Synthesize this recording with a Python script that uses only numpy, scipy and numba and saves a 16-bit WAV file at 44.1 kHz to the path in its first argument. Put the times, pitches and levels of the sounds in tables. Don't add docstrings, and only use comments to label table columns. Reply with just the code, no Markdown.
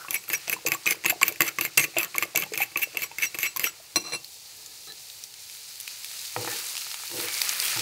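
import sys
import numpy as np
from scipy import signal
from scipy.fft import rfft, irfft, next_fast_len
from scipy.io import wavfile
from scipy.ndimage import uniform_filter1d
from numba import njit

SR = 44100
rng = np.random.default_rng(int(sys.argv[2]) if len(sys.argv) > 2 else 0)


def transcribe(u):
    v = np.clip(np.atleast_2d(u).T, -1, 1)
    q = np.round(v * 32767).astype(np.int16)
    wavfile.write(sys.argv[1], SR, q)


def magnitude_from_level(level_db):
    exponent = np.asarray(level_db, float) / 20
    return 10 ** exponent


N = 344421

# frequency in Hz, level in dB per Hz.
HUM_SPECTRUM = [(15, -52), (25, -21), (106, -4), (266, -18.5), (437, -8.5), (666, -13), (814, -7.5),
                (1010, -11.5), (2000, -60), (2600, -29), (4400, -120)]
# frequency in Hz, gain in dB.
MICROPHONE = [(40, -40), (85, -17), (120, -2), (200, -3), (255, -10), (310, 0), (15700, 0), (15900, -26),
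              (17000, -32)]

# start in seconds, tap level in dB, slide in seconds, slide rms in dB.
FOOT_SHUFFLES = [
    (4.52, -70, 0.24, -62.5),
    (4.87, -80, 0.037, -49.5),
]
# frequency in Hz, level in dB, 60 dB decay in seconds.
BOARD_MODES = [(340, -8, .03), (432, -2, .035), (786, -4, .025), (1280, -3, .03), (1730, 2, .04)]
# start in seconds, length in seconds, rms in dB,
# pitch in Hz.
WHISTLES = [(0, 0.059, -44, 1380), (4.05, 0.11, -49, 1180), (4.87, 0.034, -43, 4000),
            (6.598, 0.049, -56, 1270), (6.697, 0.053, -55, 1030), (7.272, .12, -40, 2300),
            (7.633, 0.037, -36.5, 3300), (1.469, 0.026, -37, 1380), (1.97, 0.032, -24, 2600),
            (1.779, 0.011, -24, 8500), (6.48, 0.045, -40.5, 1790), (2.046, 0.02, -45, 1340),
            (2, 0.032, -38, 1200)]

# time in seconds, level in dB.
SIZZLE_LEVEL = [(0, -47.5), (2, -48.5), (3.8, -49), (4.3, -47), (5, -45.5), (5.5, -44.5), (6, -42),
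                (6.4, -40), (6.52, -35), (6.62, -37), (6.72, -39), (7.12, -38.5), (7.25, -35.5), (7.4, -35),
                (7.5, -32.5), (7.81, -33.5)]
# frequency in Hz, level in dB per Hz.
SIZZLE_SPECTRUM = [(350, -15.5), (600, -12), (1080, -8.5), (1270, -4.5), (1620, -5.5), (2440, 0),
                   (3380, -5.5), (4430, 0), (5660, -4), (6400, -3.5), (11800, -9), (15500, -9.5)]
# start in seconds, peak in dB, pitch in Hz.
OIL_SPITS = [(4.2454, -25, 4330), (4.6616, -27, 6860), (4.9213, -28, 4170), (5.1, -27, 3820),
             (5.2385, -21.5, 5700), (5.757, -30, 4450), (5.8015, -21.5, 9900), (5.81, -25, 12500),
             (5.831, -30, 6000), (5.878, -19.5, 2500), (6.0455, -24, 11200), (7.417, -9, 4670),
             (7.4179, -15.5, 2100), (7.4927, -10.5, 6570), (7.6004, -11.5, 4760), (7.664, -21, 3100),
             (7.709, -21, 2400), (7.73, -19, 1824)]
# start in seconds, peak in dB, tap on the iron in dB.
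WATER_BURSTS = [(5.3403, -25, -60), (5.498, -25, -65), (5.5503, -28, -56), (6.046, -20.5, -55),
                (6.114, -23, -47), (6.1689, -30, -53), (6.2517, -21.5, -56), (6.2973, -26, -55),
                (6.7533, -17, -39), (6.768, -15, -42), (6.7783, -14.5, -41), (6.8184, -23, -47),
                (6.867, -26, -38), (6.915, -18.5, -41), (6.943, -15.5, -33.5), (6.9992, -28, -41),
                (7.036, -30, -36), (7.1146, -20, -39), (7.1786, -25, -42), (7.201, -18, -33),
                (7.285, -15, -39), (7.3285, -24, -46), (7.415, -21, -33.5), (7.5294, -16, -44),
                (7.55, -19, -41), (7.6826, -13, -42), (7.773, -16, -38), (7.7944, -10, -40)]

# start in seconds, knock peak in dB, scrape in seconds, scrape rms in dB.
SPOON_KNOCKS = [
    (6.364, -11.5, 0.0035, -36),
    (6.448, -23, .004, -60),
    (6.476, -16.5, 0.006, -37),
    (7.763, -26, 0.005, -43),
    (7.773, -29, .02, -66),
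]
# start in seconds, rise in seconds, hold in seconds, rms in dB.
SPOON_PUSHES = [
    (6.366, 0.0052, 0.012, -34),
    (6.422, 0.03, 0.081, -45),
    (7.094, 0.055, 0.043, -40),
    (7.19, 0.027, 0.054, -53),
    (7.756, 0.012, 0.011, -41),
]
# start in seconds, peak in dB, pitch in Hz.
PAN_BOOMS = [
    (6.366, -23, 114),
    (6.368, -28, 481),
    (6.37, -40, 366),
    (7.765, -26, 111),
]
# frequency in Hz, level in dB, 60 dB decay in seconds.
PAN_MODES = [(360, -17, .07), (484, -13, .07), (920, 0, .015), (1340, 0, .012), (1840, -1.5, .012),
             (2350, -3, .011)]

# start in seconds, tap peak in dB, slide in seconds, slide rms in dB.
RIM_TOUCHES = [
    (3.959, -5.5, 0.0057, -19),
    (3.9662, -15, 0.0049, -23),
    (3.986, -25, 0.037, -40),
    (4.04, -33, 0.048, -38),
    (4.091, -47, 0.034, -41.5),
    (4.122, -23, 0.012, -28.5),
    (4.136, -18.5, 0.0076, -31),
    (4.148, -20, 0.011, -34.5),
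]
# frequency in Hz, level in dB, 60 dB decay in seconds.
RIM_MODES = [(743, -26, 0.078), (1134, -13, 0.068), (2400, -7.5, 0.036), (2715, -8.5, 0.12),
             (4120, 2, 0.061), (5794, 3.5, 0.032), (4960, -8, 0.015), (10800, -10, .02), (7730, -10, .05),
             (7840, -10.5, 0.057), (8670, -7, 0.029), (9820, -6, 0.061), (12240, -12, 0.033),
             (14770, -11, .06)]
# frequency in Hz, level in dB, 60 dB decay in seconds.
TABLE_MODES = [(150, -9, .04), (335, -1, .03), (480, -5, .02), (760, -7, .016), (1130, -7, .04),
               (1400, -10, .03)]

# start in seconds, peak in dB, pitch in Hz.
EGG_PLOPS = [(0.048, -29, 1090), (0.083, -27, 1097), (0.282, -34, 1330), (0.481, -26.5, 670),
             (0.565, -27, 990), (0.652, -20, 480), (0.734, -28.5, 735), (0.75, -21, 1100),
             (0.857, -25, 1160), (1.047, -22, 1000), (1.125, -18, 694), (1.216, -11.5, 1070),
             (1.405, -13.5, 1110), (1.587, -16, 1114), (1.937, -41, 735), (1.966, -14, 650),
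             (2.151, -18.5, 1090), (2.225, -17.5, 1150), (2.348, -21.5, 665), (2.463, -32, 835),
             (2.52, -20.5, 425), (2.604, -17, 785), (2.76, -21, 1110), (2.946, -33, 681),
             (3.044, -31, 1100), (3.114, -30.5, 880), (3.562, -21.5, 1033), (3.669, -20.5, 1330),
             (3.8, -38, 650)]
# start in seconds, peak in dB, pitch in Hz.
CLEAR_RINGS = [
    (0.8748, -16, 2176),
    (1.7775, -6, 2700),
    (1.8415, -19, 2430),
    (2.359, -16, 2690),
    (3.2235, -20, 2640),
]
# start in seconds, tap level in dB, drag in seconds,
# drag rms in dB.
BOWL_SINGS = [(0.144, -28, 0.026, -27.5), (.301, -24, .004, -37), (0.334, -32, 0.021, -26),
              (0.498, -22, .004, -37), (.528, -21, 0.007, -26), (.719, -14.5, 0.0085, -37),
              (0.91, -23, 0.0077, -44), (1.061, -15, 0.0033, -23), (1.098, -19, 0.01, -24),
              (1.2302, -1.5, 0.0045, -30), (1.28, -32, 0.013, -31), (1.419, -23, 0.0067, -40),
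              (1.611, -12.5, 0.004, -32), (1.65, -22.5, 0.0072, -26), (1.778, -18.5, 0.035, -27),
              (1.841, -26, 0.0071, -36), (2.031, -23, 0.018, -41), (2.181, -14.5, 0.0039, -19.5),
              (2.226, -20, 0.0041, -31.5), (2.36, -20, 0.027, -28), (2.422, -29, .01, -35),
              (2.576, -24, .004, -35), (2.617, -23, 0.02, -25), (2.759, -14, .003, -42),
              (2.773, -21, 0.0038, -27), (2.82, -33, 0.021, -23), (2.971, -15.5, 0.0033, -33),
              (3.021, -33, 0.018, -31.5), (3.186, -23, 0.005, -31), (3.225, -28, 0.018, -21.5),
              (3.43, -22, 0.042, -29), (3.642, -15.5, 0.027, -29.5)]
# frequency in Hz, level in dB, 60 dB decay in seconds
SONG_MODES = [(2203, -24, 0.09), (2267, 3.5, 0.016), (2320, -21, 0.021), (2610, 2.5, 0.02)]
# start in seconds, tap level in dB, slide in seconds, slide rms in dB.
WALL_SLIDES = [
    (0.157, -42, 0.013, -34),
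    (.346, -45, 0.0075, -29),
    (1.775, -14, .02, -44),
    (2.358, -20, .01, -43),
    (2.83, -47, .015, -40),
    (3.035, -43, 0.014, -36),
    (3.24, -45, 0.031, -34),
    (3.457, -46, 0.015, -29),
    (3.654, -44, 0.026, -29),
]
# frequency in Hz, level in dB, 60 dB decay in seconds.
DRY_WALL_MODES = [(2740, -9, 0.076), (4090, -12, 0.15), (5750, 5.5, 0.048), (7800, -6, 0.12),
                  (11340, -8, 0.045)]

# start in seconds, tap peak in dB,
# tines over bowl in dB, chatter rms in dB.
DIPS = [(0.0844, -19, -23, -52), (0.28, -27, -7, -55), (0.479, -22, 6, -33), (0.663, -16.5, 8, -37),
        (0.859, -34, 22, -38), (1.0466, -11.5, -5, -38), (1.214, -20, 5, -31), (1.4, -35, -8, -37),
        (1.5862, -4.5, -12, -32.5), (1.7741, -15, 11, -30), (1.968, -4, -18, -36),
        (2.1443, -15.5, -21, -43), (2.352, -18, 3.5, -40), (2.5362, -22.5, 7, -30), (2.7574, -10, -31, -43),
        (2.948, -18, -14, -47), (3.345, -13.5, -5.5, -32.5), (3.562, -37, 17, -32)]
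# start in seconds, tap peak in dB, glaze over bowl in dB,
# drag rms in dB.
LANDINGS = [(0.108, -15, 4, -35), (0.3009, -11, -6, -34), (0.4968, -10, -1, -34.5),
            (0.6848, -8.5, -4, -36.5), (0.8744, -10, -2, -29), (1.0611, -5.5, -2, -31.5),
            (1.2301, 1, -5, -31.5), (1.4065, -0.5, -5, -27.5), (1.4196, -5, -1, -30),
            (1.6106, -7, -1, -30.5), (1.7774, -2, 0, -38), (1.796, -4.5, -9, -27.5), (1.985, -11, 6, -32.5),
            (2.1827, -9.5, 1.5, -37), (2.3589, -7, 2.5, -34), (2.3746, -6, -2, -33),
            (2.5761, -13.5, 2, -32), (2.773, -15.5, 4.5, -34.5), (2.9714, -13.5, 3, -35.5),
            (3.1845, -16.5, -0.5, -36), (3.3875, -12.5, -3, -35.5), (3.5956, -11.5, 0, -34.5)]
# start in seconds, tap peak in dB, glaze over bowl in dB,
# scrape in seconds, scrape rms in dB.
LIFTS = [(0.142, -17.5, 0, 0.017, -27.5), (0.3327, -19, 9.5, 0.02, -27), (0.528, -9.5, -13, 0.0098, -27.5),
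         (0.719, -7.5, -6, 0.027, -33), (0.9087, -6.5, -4, 0.02, -27), (1.0975, -5, -12, 0.01, -23),
         (1.281, -13, 4, 0.0064, -27.5), (1.4658, -33, 9, 0.023, -29), (1.6509, -11.5, -1, 0.012, -29.5),
         (1.8409, -9.5, -7, 0.0099, -29), (2.031, -16, -1, 0.015, -33), (2.225, -7.5, -13, 0.0084, -27.5),
         (2.4221, -8.5, -21, 0.014, -30), (2.618, -21, -40, 0.015, -27.5), (2.8183, -23, -9, 0.023, -27),
         (3.0206, -17, -3, 0.022, -29.5), (3.2227, -26, 2, 0.031, -27.5), (3.4305, -13, 0, 0.037, -27),
         (3.642, -11.5, -3, 0.031, -26.5)]
# start in seconds, tap peak in dB, glaze over bowl in dB.
TICKS = [(0.291, -41, 28), (0.4735, -21, -27), (0.4892, -30, -20), (0.519, -18, -21), (0.6657, -6.5, -14),
         (0.6685, -16, -12), (0.672, -14.5, -1), (0.737, -21, 5), (1.288, -22, 0), (1.7805, -6.5, -3),
         (0.8649, -5, -22), (1.039, -18, -16), (1.0557, -6.5, -17), (1.218, -13, -19), (1.324, -24.5, 2),
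         (2.0469, -19, 0), (2.149, -25, -14), (2.159, -20, -1), (2.164, -21, -1), (2.4, -34, 18),
         (2.5558, -18.5, -8), (2.6355, -22, 0), (2.793, -24, -7), (3.564, -24.5, 10), (0.239, -28, -7),
         (0.284, -31, 4), (1.359, -24, -9), (1.938, -45, -23), (1.944, -27, -23), (1.958, -21, -22),
         (2.524, -26, -10), (2.7167, -29, -12), (2.93, -27, -17), (3.1155, -25, -26), (3.373, -30, -10),
         (3.5711, -22, 12)]
# frequency in Hz, level in dB, 60 dB decay in seconds.
WET_BOWL_MODES = [(1800, -9, .016), (2170, 0, .018), (2380, -1, .016), (2600, 0, .02), (2950, -7, .01)]
# frequency in Hz, level in dB, 60 dB decay in seconds.
TINE_MODES = [(3320, -8, .01), (4470, -1.5, .01), (4910, -4.5, .016), (6207, 4, .01), (6940, -3, .016),
              (7420, 2.5, .013), (8160, 0, .009)]
# frequency in Hz, level in dB, 60 dB decay in seconds.
GLAZE_MODES = [(11340, 0, .012), (12250, 4, .009), (13000, -4, .01), (13750, 1, .009), (14700, -2, .012)]
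# frequency in Hz, level in dB, 60 dB decay in seconds.
BOWL_WALL_MODES = [(1130, -8, .08), (2670, 0, .11)]


def level(x, db):
    return x * magnitude_from_level(db) / np.sqrt(np.mean(x ** 2))


def colour(x, points):
    size = next_fast_len(len(x))
    hz, db = np.transpose(points)
    bin_hz = np.arange(size // 2 + 1) * SR / size
    gain = magnitude_from_level(np.interp(np.log(bin_hz + 1), np.log(hz), db))
    return irfft(rfft(x, size) * gain, size)[:len(x)]


def walk(rate, size=N):
    hold = int(SR / rate)
    steps = np.repeat(rng.standard_normal(size // hold + 1), hold)
    return 1.3 * uniform_filter1d(uniform_filter1d(steps, hold), hold)[:size]


@njit
def grains(rows, glide, rise, out):
    for s, size, hz, cycles in rows:
        start = int(s * SR)
        span = int(cycles / hz * SR) + 2
        phase = 0.
        for i in range(min(span, len(out) - start)):
            phase += 2 * np.pi * hz / SR * (1 + glide * i / span)
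            swell = min(phase / (2 * np.pi * rise), 1.)
            fade = np.exp(-np.log(1000) * i / span)
            out[start + i] += size * swell * fade * np.sin(phase)
    return out


def pings(table, fade_s, glide, rise):
    s, db, hz = np.transpose(table)
    return grains(np.stack([s, magnitude_from_level(db), hz, fade_s * hz], axis=1), glide, rise, np.zeros(N))


def touches(s, tap_db, drag_s, drag_db, tap_s, let_go_s):
    taps, drags = np.zeros(N), np.zeros(N)
    jolt = np.exp(-np.arange(256) / (tap_s * SR))
    jolt /= np.sqrt(np.sum(jolt ** 2))
    for start, tap, span, drag in zip((s * SR).astype(int), magnitude_from_level(tap_db), np.abs(drag_s), magnitude_from_level(drag_db)):
        taps[start:start + len(jolt)] += tap * jolt
        t = np.arange(min(int((span + 6 * let_go_s) * SR), N - start)) / SR
        drags[start:start + len(t)] += drag * np.exp(-np.maximum(t - span, 0) / let_go_s)
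    return taps, drags


@njit
def mode(push, hz, t60):
    out, z = np.empty(len(push)), 0j
    fade = np.exp(-np.log(1000) / (t60 * SR))
    for i in range(len(push)):
        z = z * fade * np.exp(2j * np.pi * hz[i] / SR) + push[i] + 1e-18
        out[i] = z.imag
    return out


def ring(modes, taps, drags, grit_db, tap_db, wander, drift=0.027):
    hz, db, t60 = np.transpose(modes)
    gains = magnitude_from_level(db) / np.sqrt(np.sum(magnitude_from_level(db) ** 2))
    sustain = np.sqrt(np.sum(gains ** 2 * t60 * SR / np.log(1000)) / 4)
    live = np.flatnonzero(taps + drags > 0)
    part = slice(live[0], min(live[-1] + SR // 2, N))
    size = part.stop - part.start
    grit = magnitude_from_level(grit_db * np.repeat(rng.standard_normal(size // 32 + 1), 32)[:size])
    rub = drags[part] * level(grit, 0) * rng.standard_normal(size) / sustain
    out = np.zeros(N)
    for f, fade, gain in zip(hz, t60, gains):
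        jolt = taps[part] * (1 - wander + wander * rng.standard_normal(size))
        push = magnitude_from_level(tap_db) * jolt + rub * magnitude_from_level(7.04 * wander * walk(39.77, size))
        pitch = f * (1 + drift * wander * walk(25.13, size))
        out[part] += gain * mode(push, pitch, fade)
    return out


def hum():
    return level(colour(rng.standard_normal(N), HUM_SPECTRUM), -63.5) * magnitude_from_level(walk(1.85))


def foot():
    taps, drags = touches(*np.transpose(FOOT_SHUFFLES), tap_s=.001, let_go_s=0.017)
    return ring(BOARD_MODES, taps, drags, grit_db=2.5, tap_db=-7, wander=0.25)


def whistles():
    out = np.zeros(N)
    for s, span, db, hz in WHISTLES:
        taps, drags = touches(*np.transpose([(s, db, span, db)]), tap_s=.001, let_go_s=.01)
        out += ring([(hz, 0, .025)], taps, drags, grit_db=1.5, tap_db=-20, wander=.2)
    return out


def crackle(rate=1500, spread_db=5):
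    chance = rng.random((int(rate * N / SR), 4))
    start = chance[:, 0] * N / SR
    size = magnitude_from_level(-spread_db * np.log(chance[:, 1] + .11))
    hz = 1200 * 12 ** chance[:, 2]
    cycles = 1.5 + 4 * chance[:, 3]
    rows = np.stack([start, size, hz, cycles], axis=1)
    return colour(grains(rows, 0.14, 0.69, np.zeros(N)), [(1000, -5.5), (16000, 15.5)])


def sizzle():
    t = np.arange(N) / SR
    near_db = np.interp(t, *np.transpose(SIZZLE_LEVEL))
    over_db = near_db + 40
    top_db = -1.5 + 0.23 * over_db
    worktop_db = 10.5 * np.clip(1 - (t - 3.85) / .45, 0, 1)
    bottom_db = -10.5 + 0.84 * over_db + worktop_db
    popping = level(crackle(), -4.0) * magnitude_from_level(0.36 * (near_db + 38.0))
    whole = colour(rng.standard_normal(N) + popping, SIZZLE_SPECTRUM)
    middle = colour(whole, [(1500, -30), (3800, 0), (7500, 0), (12000, -30)])
    top = colour(whole - middle, [(4000, -60), (6000, 0)])
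    bottom = whole - middle - top
    mix = level(middle, 0.13) * magnitude_from_level(0.93 * walk(18))
    mix += level(top, 0.44) * magnitude_from_level(top_db + 0.74 * walk(9.8))
    mix += level(bottom, 0.13) * magnitude_from_level(bottom_db + walk(17))
    return magnitude_from_level(near_db + 0.91 * walk(25)) * mix


def spits():
    s, db, _ = np.transpose(OIL_SPITS)
    taps, spray = touches(s, db, 0 * s + .001, db - 15, tap_s=.0002, let_go_s=.003)
    noise = (0.16 * taps + spray) * rng.standard_normal(N)
    crack = colour(noise, [(1500, -11), (3000, 7.0), (6000, 7.0), (16000, 3)])
    return pings(OIL_SPITS, 0.0076, 0.024, 0.53) + crack


def bursts():
    s, db, iron_db = np.transpose(WATER_BURSTS)
    taps, spray = touches(s, db - 4, 0 * s + .0005, db - 22, tap_s=.0001, let_go_s=.0025)
    noise = taps + spray * rng.standard_normal(N)
    click = colour(noise, [(1000, -20), (2500, 13.5), (5000, 17.0), (16000, 3)])
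    iron = touches(s, iron_db + 11, 0 * s, iron_db - 8, tap_s=.0001, let_go_s=0.0016)
    iron_ring = ring(PAN_MODES[2:], *iron, grit_db=1.5, tap_db=0, wander=.4)
    return click + colour(iron_ring, [(400, -26), (1200, -4)])


def knocks():
    taps, drags = touches(*np.transpose(SPOON_KNOCKS), tap_s=.0001, let_go_s=.005)
    iron = ring(PAN_MODES, taps, drags, grit_db=3, tap_db=-5, wander=.25)
    return colour(iron, [(200, -20), (700, 0.5)]) + pings(PAN_BOOMS, 0.096, 0., 2.3)


def pushed_food():
    t = np.arange(N) / SR
    stir = np.zeros(N)
    for s, rise, hold, db in SPOON_PUSHES:
        curve_db = np.interp(t - s, [0, rise, rise + hold, rise + hold + 1], [db - 13, db, db, db - 161])
        stir += (t > s) * magnitude_from_level(curve_db)
    # frequency in Hz, level in dB, 60 dB decay in seconds
    food = [(110, -11, .07), (230, -19, .03), (350, -5, .025), (480, 0, .03), (840, -6, .02)]
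    squeezed_air = pings([(7.11, -30, 306)], 0.236, 1.18, 16.6)
    return squeezed_air + ring(food, 0 * stir, stir, grit_db=2, tap_db=0, wander=0.3)


def rim():
    taps, drags = touches(*np.transpose(RIM_TOUCHES), tap_s=.00003, let_go_s=0.0066)
    thud = ring(TABLE_MODES[1:], taps, drags * magnitude_from_level(-15.5), grit_db=3.0, tap_db=-50, wander=0.24)
    rings = ring(RIM_MODES, taps, drags, grit_db=3, tap_db=-4.5, wander=0.2, drift=0.)
    resting = np.arange(N) > RIM_TOUCHES[3][0] * SR
    soft = colour(rings, [(2700, 2), (6000, -2), (8000, 0), (12000, -7)])
    return np.where(resting, soft, rings) + thud


def plops():
    return magnitude_from_level(-3.5) * pings(EGG_PLOPS, 0.046, 0.17, 0.39)


def gurgle(count=14, lead_s=0.00396, lasts_s=.12, bubble_db=-35):
    chance = rng.random((len(DIPS), count, 4))
    start = np.transpose(DIPS)[0][:, None] - lead_s + lasts_s * chance[..., 0]
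    size = magnitude_from_level(bubble_db - 4.5 * np.log(chance[..., 1] + 0.12))
    hz = 380 * 3.9 ** chance[..., 2]
    cycles = 3 + 6 * chance[..., 3]
    rows = np.stack([start, size, hz, cycles], axis=-1)
    return grains(rows.reshape(-1, 4), 0.21, 1.0, np.zeros(N))


def froth(s, drag_s, tap_db):
    chance = rng.random((len(s), 3)).T
    start = s + 2.0 * drag_s * chance[0]
    peak_db = tap_db - 23 - 9 * chance[1]
    hz = 450 * 3.2 ** chance[2]
    return pings(np.stack([start, peak_db, hz], axis=-1), .016, .35, 1.)


def clear_rings():
    return pings(CLEAR_RINGS, 0.048, 0., .3)


def song(tap_fade_s=0.0028, let_go_s=0.0021, waver=0.027):
    s, tap_db, drag_s, drag_db = np.transpose(BOWL_SINGS)
    force = touches(s, tap_db, 0 * s, tap_db - 6.5, .001, tap_fade_s)[1]
    force += touches(s, tap_db, drag_s, drag_db - 6, .001, let_go_s)[1]
    wet = np.zeros(N)
    for hz, db, _ in SONG_MODES:
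        strength = magnitude_from_level(db + 3.2 * walk(140))
        wet += strength * np.sin(np.cumsum(2 * np.pi * hz / SR * (1 + waver * walk(120))))
    slides = touches(*np.transpose(WALL_SLIDES), tap_s=.0001, let_go_s=0.0049)
    dry_wall = ring(DRY_WALL_MODES, *slides, grit_db=2, tap_db=0, wander=.25, drift=.004)
    return uniform_filter1d(force, size=24) * wet + dry_wall


def contacts():
    def tines(glaze_db):
        return -2 + 0.39 * glaze_db

    ends = np.sort([row[0] for row in LANDINGS + LIFTS])
    rows = [(s, tap, over, -64, 0.01, rub) for s, tap, over, rub in DIPS]
    for s, tap, over, rub in LANDINGS:
        rows.append((s, tap, tines(over), over, ends[ends > s][0] - s, rub))
    for s, tap, over, span, rub in LIFTS:
        rows.append((s, tap, tines(over), over, span, rub))
        rows.append((s + span, rub - 17.5, tines(over), over, 0.026, rub - 17.5))
    for s, tap, over in TICKS:
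        rows.append((s, tap, tines(over), over, 0.0085, tap - 26))
    return np.transpose(rows)


def struck_part(modes, taps, drags, snap_db):
    low_hz, high_hz = modes[0][0], modes[-1][0]
    band = [(low_hz * .7, -30), (low_hz, 0), (high_hz, 0), (high_hz * 1.3, -30)]
    noise = (magnitude_from_level(snap_db) * taps + magnitude_from_level(2) * drags) * rng.standard_normal(N)
    edge = magnitude_from_level(11.5) * np.diff(taps, prepend=0).clip(0)
    body = ring(modes, taps, drags, grit_db=3, tap_db=-2.0, wander=0.75)
    return colour(body, [(low_hz / 2, -9), (low_hz, 0)]) + colour(noise + edge, band)


def fork():
    s, tap_db, tines_db, glaze_db, drag_s, drag_db = contacts()
    stutter = level(magnitude_from_level(2.2 * walk(350)), 0)
    brightest_db = np.maximum(0, np.maximum(tines_db, glaze_db))
    out = froth(s, drag_s, tap_db)
    # modes, tap over bowl in dB, drag trim in dB, snap in dB
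    parts = ((WET_BOWL_MODES, 0 * s - 3, -6, 4),
             (TINE_MODES, tines_db, -10.5, 6),
             (GLAZE_MODES, glaze_db, -5.5, 12))
    for modes, over_db, drag_over_db, snap_db in parts:
        lean_db = 0.071 * (over_db - brightest_db)
        taps, drags = touches(s, tap_db + over_db, drag_s, drag_db + lean_db + drag_over_db,
                              tap_s=.00045, let_go_s=.004)
        out = out + struck_part(modes, taps, drags * stutter, snap_db)
    wall = touches(s, tap_db - 24, drag_s, drag_db - 20, tap_s=.0004, let_go_s=.004)
    out = out + ring(BOWL_WALL_MODES, *wall, grit_db=4, tap_db=0, wander=.9, drift=.003)
    thud = touches(s + 0.003794, tap_db - 19.5, drag_s, drag_db - 38.5, tap_s=0.0083, let_go_s=0.052)
    return out + ring(TABLE_MODES, *thud, grit_db=1.0, tap_db=0.0, wander=0.94)


def room(dry, t60_s=0.29, wet_db=-21):
    t = np.arange(int(.6 * SR)) / SR
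    tail = colour(rng.standard_normal(len(t)), [(300, 11.0), (2500, -5), (12000, -15)])
    tail = tail * np.exp(-np.log(1000) * t / t60_s) * (t > .004)
    return dry + signal.fftconvolve(dry, level(tail, wet_db) / np.sqrt(len(tail)))[:N]


def scene():
    pan = spits() + bursts() + knocks() + pushed_food()
    egg = plops() + gurgle()
    bowl = rim() + clear_rings() + song() + fork()
    near = foot() + whistles() + pan + egg + bowl
    return (colour(room(near) + sizzle(), MICROPHONE) + hum())[None]


def top_cut(x):
    return signal.sosfilt(signal.butter(12, 16980, fs=SR, output="sos"), x)


def record(dry):
    rounded = np.tanh(0.66 * dry) / 0.74
    return top_cut(rounded)


dry = scene()
out = record(dry)
transcribe(out)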